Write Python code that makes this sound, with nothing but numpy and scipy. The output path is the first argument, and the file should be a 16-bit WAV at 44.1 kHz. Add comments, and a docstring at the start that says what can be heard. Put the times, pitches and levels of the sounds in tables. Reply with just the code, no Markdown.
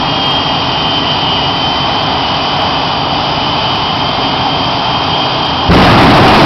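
"""A drag strip, behind the wall: a jet truck runs up its three turbojets.
Air hisses and howls in the intakes, three compressors whine at slightly different, drifting speeds,
and the exhausts roar as they mix with the air. Then the afterburners light with a thump, a rumble
and a ragged flame roar. The blast overloads a small camera with a low sample rate."""
import sys
import numpy as np
from scipy import signal
from scipy.fft import rfft, irfft
from scipy.io import wavfile

SR = 44100
rng = np.random.default_rng(int(sys.argv[2]) if len(sys.argv) > 2 else 0)


def bounce(signal):
    """Save signal as a 16-bit WAV file at the path given by the first command-line argument."""
    frames = np.transpose(np.atleast_2d(signal))
    limited = np.clip(frames, -1, 1)
    pcm = np.round(limited * 32767).astype(np.int16)
    wavfile.write(sys.argv[1], SR, pcm)


N = 284445
TIME_S = np.arange(N) / SR
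BINS_HZ = np.fft.rfftfreq(N, 1 / SR)


def gain_of(db):
    """Decibels to amplitude."""
    return 10 ** (np.asarray(db) / 20)


def unit_rms(x):
    """Scale to rms 1."""
    return x / np.sqrt(np.mean(abs(x) ** 2) + 1e-20)


def curves(rows):
    """Table columns, interpolated linearly over time."""
    times_s, *columns = np.transpose(rows)
    return [np.interp(TIME_S, times_s, column) for column in columns]


def turbulence(spectrum):
    """Noise of rms 1 with the given spectral shape."""
    hz, db = np.transpose(spectrum)
    shape_db = np.interp(np.log(BINS_HZ + 1), np.log(hz), db)
    return unit_rms(irfft(rfft(rng.standard_normal(N)) * gain_of(shape_db), N))


def drift(rate_hz):
    """Random wander of rms 1, rolling off above rate_hz."""
    rolloff = 1 + (BINS_HZ / rate_hz) ** 2
    return unit_rms(irfft(rfft(rng.standard_normal(N)) / rolloff, N))


def low_pass(x, hz, taps, beta):
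    """Kaiser-windowed sinc low-pass."""
    return signal.oaconvolve(x, signal.firwin(taps, hz, window=("kaiser", beta), fs=SR), "same")


def scattered_tone(cycles, share, rate_hz):
    """Tone through hot moving air: a share of its power twinkles, the rest is steady."""
    twinkle = drift(rate_hz) + 1j * drift(rate_hz)
    path = np.sqrt(1 - share) + np.sqrt(share / 2) * twinkle
    carrier = np.exp(2j * np.pi * (cycles + rng.random()))
    return np.sqrt(2) * (path * carrier).real


# Intake hiss spectrum: f/Hz, relative level/dB
HISS_SPECTRUM = [(1200, -29), (2200, -11), (2480, 1), (2730, -3.5), (3120, 2), (3450, -4), (4300, -7),
                 (5250, -6), (5600, -11.5), (6200, -41.5)]
# Intake howl: t/s, f/Hz, level/dB
HOWL_TRACK = [(0, 1928, -34), (1, 1954, -33.5), (2, 2014, -32.5), (3, 2063, -40.5), (4.2, 2113, -33.5),
              (5.6, 2120, -46)]


def intakes():
    """Air hisses into the engines, with a broad howl that slowly rises in pitch."""
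    howl_hz, howl_db = curves(HOWL_TRACK)
    howl = gain_of(howl_db) * scattered_tone(np.cumsum(howl_hz) / SR, share=0.94, rate_hz=71)
    hiss_db = -21 + 0.41 * drift(rate_hz=2.4)
    return gain_of(hiss_db) * turbulence(HISS_SPECTRUM) + howl


def governor_hunt(set_hz, swing_hz, period_s, crest_s, damping_s):
    """Blade frequency as a governor overshoots its set speed in a slow, dying swing."""
    swing = np.cos(2 * np.pi * (TIME_S - crest_s) / period_s)
    return set_hz + swing_hz * np.exp(-TIME_S / damping_s) * swing


def rotor_ease(from_hz, to_hz, midway_s, lag_s=0.085):
    """Blade frequency as a heavy rotor slides to a new speed and holds."""
    return to_hz + (from_hz - to_hz) / (1 + np.exp((TIME_S - midway_s) / lag_s))


def blade_tone(cycles, share, skirt_db):
    """A clean twinkling line; inlet turbulence spreads a skirt around it."""
    line = scattered_tone(cycles, share, rate_hz=14)
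    skirt = scattered_tone(cycles, share=0.91, rate_hz=63)
    return line + gain_of(skirt_db) * skirt


# Upper tones, cycles per shaft turn: second stage, first-stage octave, sum of both stages
SHAFT_ORDERS = [20, 34, 37]
# Upper tones, one row per engine: second stage/dB, octave/dB, sum tone/dB
ORDER_LEVELS_DB = [(-35, -34, -45), (-40, -32.5, -39.5), (-49, -26, -54.5)]
# First-stage tone of engines A, B, C: t/s, level/dB
BLADE_LEVEL_A = [(0.0, -26), (1.44, -21.0), (1.68, -35), (2.4, -20.5), (2.56, -27.5), (3.84, -23),
                 (4.16, -33), (4.32, -25), (4.48, -35.1), (5.68, -26)]
BLADE_LEVEL_B = [(0.0, -32.8), (0.8, -17.5), (1.76, -19), (2.08, -24), (3.04, -26), (3.2, -31), (3.52, -24),
                 (5.44, -35.2), (5.68, -27)]
BLADE_LEVEL_C = [(0.0, -25.5), (0.32, -16), (0.719, -31), (1.76, -33.5), (2.0, -25), (3.6, -32.5),
                 (3.68, -25), (5.2, -21.5), (5.68, -24)]


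def compressors(first_stage_blades=17):
    """Three compressors whine, each with the blade tones of two stages locked to one shaft."""
    engines = [
        (governor_hunt(set_hz=2926, swing_hz=62, period_s=6.58, crest_s=3.59, damping_s=6.2),
         BLADE_LEVEL_A),
        (rotor_ease(from_hz=3141, to_hz=3089, midway_s=0.45), BLADE_LEVEL_B),
        (rotor_ease(from_hz=3189, to_hz=3169, midway_s=0.48), BLADE_LEVEL_C)]
    whine = np.zeros(N)
    for (blade_hz, blade_level), orders_db in zip(engines, ORDER_LEVELS_DB):
        blade_db, = curves(blade_level)
        blade_cycles = np.cumsum(blade_hz) / SR
        shaft_turns = blade_cycles / first_stage_blades
        whine += gain_of(blade_db) * blade_tone(blade_cycles, share=0.11, skirt_db=-14)
        for order, db in zip(SHAFT_ORDERS, orders_db):
            whine += gain_of(db) * blade_tone(shaft_turns * order, share=0.09, skirt_db=-10.5)
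    return whine


# Jet mixing spectrum: f/Hz, relative level/dB
EXHAUST_SPECTRUM = [(20, -24.5), (64, -8), (150, 0), (215, -8.5), (275, 0), (340, -9.5), (420, -6.5),
                    (520, -13), (650, -3.5), (810, 0.5), (1130, -5), (1550, -14.5), (2200, -21.5),
                    (5500, -32.5)]
# Exhaust mid-range gain with thrust: t/s, level/dB
THRUST_LEVEL = [(0, -14.5), (1.65, -14), (2.15, -12.5), (3.0, -13.5), (5.7, -13.5)]


def exhaust(boom_db=-13.5):
    """Jet mixing roar: the low boom holds, the mid range swells a little with thrust."""
    thrust_db, = curves(THRUST_LEVEL)
    roar = turbulence(EXHAUST_SPECTRUM)
    boom = low_pass(roar, hz=560, taps=1001, beta=6)
    mid_range = roar - boom
    waver_db = 0.17 * drift(rate_hz=3)
    return gain_of(waver_db) * (gain_of(boom_db) * boom + gain_of(thrust_db) * mid_range)


def light_off_thump(age_s, hz=85, peak_db=8.5, rise_s=0.016):
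    """The fuel lights and sends out one low pressure wave."""
    swell = (age_s / rise_s * np.exp(1 - age_s / rise_s)) ** 2
    return gain_of(peak_db) * swell * np.sin(2 * np.pi * hz * age_s)


# Afterburner rumble spectrum: f/Hz, relative level/dB
RUMBLE_SPECTRUM = [(15, -26), (35, -14), (60, -3.5), (110, 1.5), (190, 1.5), (350, -3.5), (700, -38),
                   (2000, -70.5)]


def afterburner_rumble(age_s, base_db=1, rise_s=0.014, surge_db=13.5, surge_s=0.022, sag_db_per_s=7):
    """Rumble surges at light-off, settles, and thins as the truck gathers speed."""
    onset = np.minimum(age_s / rise_s, 1) ** 2
    level_db = base_db + surge_db * np.exp(-age_s / surge_s) - sag_db_per_s * age_s
    return onset * gain_of(level_db) * turbulence(RUMBLE_SPECTRUM)


# Afterburner flame spectrum: f/Hz, relative level/dB
FLAME_SPECTRUM = [(20, -19), (170, -3.5), (300, 2), (510, -6), (740, 1.5), (1150, -2.5), (1600, -13),
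                  (2200, -16.5), (3000, -11.5), (4200, -23.5), (5400, -20.5), (7000, -45)]


def afterburner_flame(age_s, base_db=1.25, rise_s=0.031, growth_db_per_s=2):
    """The flame's ragged roar builds just behind the rumble and keeps growing."""
    onset = np.minimum(age_s / rise_s, 1) ** 2
    level_db = base_db + growth_db_per_s * age_s + 0.5 * drift(rate_hz=29)
    return onset * gain_of(level_db) * turbulence(FLAME_SPECTRUM)


def scene():
    """Three engines run, then the afterburners light; the whine sinks as the truck launches."""
    light_off_s, sink_db, sink_s = 5.687, -8, 0.16
    age_s = np.maximum(TIME_S - light_off_s, 0)
    whine = gain_of(sink_db * np.minimum(age_s / sink_s, 1)) * compressors()
    engines = exhaust() + intakes() + whine
    blast = light_off_thump(age_s) + afterburner_rumble(age_s) + afterburner_flame(age_s)
    return (engines + blast)[None]


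def record(dry):
    """The input stage overloads, coarse sampling folds high whines down, output peaks are shaved."""
    ceiling, knee, decimation = 0.675, 6, 4
    saturated = dry[0] / (1 + abs(dry[0] / ceiling) ** knee) ** (1 / knee)
    softened = low_pass(saturated, hz=6800, taps=21, beta=3)
    # Tones above 5.5 kHz mirror downwards.
    sampled = softened * decimation * (np.arange(N) % decimation == 0)
    smoothed = low_pass(sampled, hz=SR / decimation / 2, taps=101, beta=6)
    shaved = np.clip(smoothed, -0.7, 0.7)
    return low_pass(shaved, hz=15830, taps=511, beta=9)[None]


dry = scene()
out = record(dry)
bounce(out)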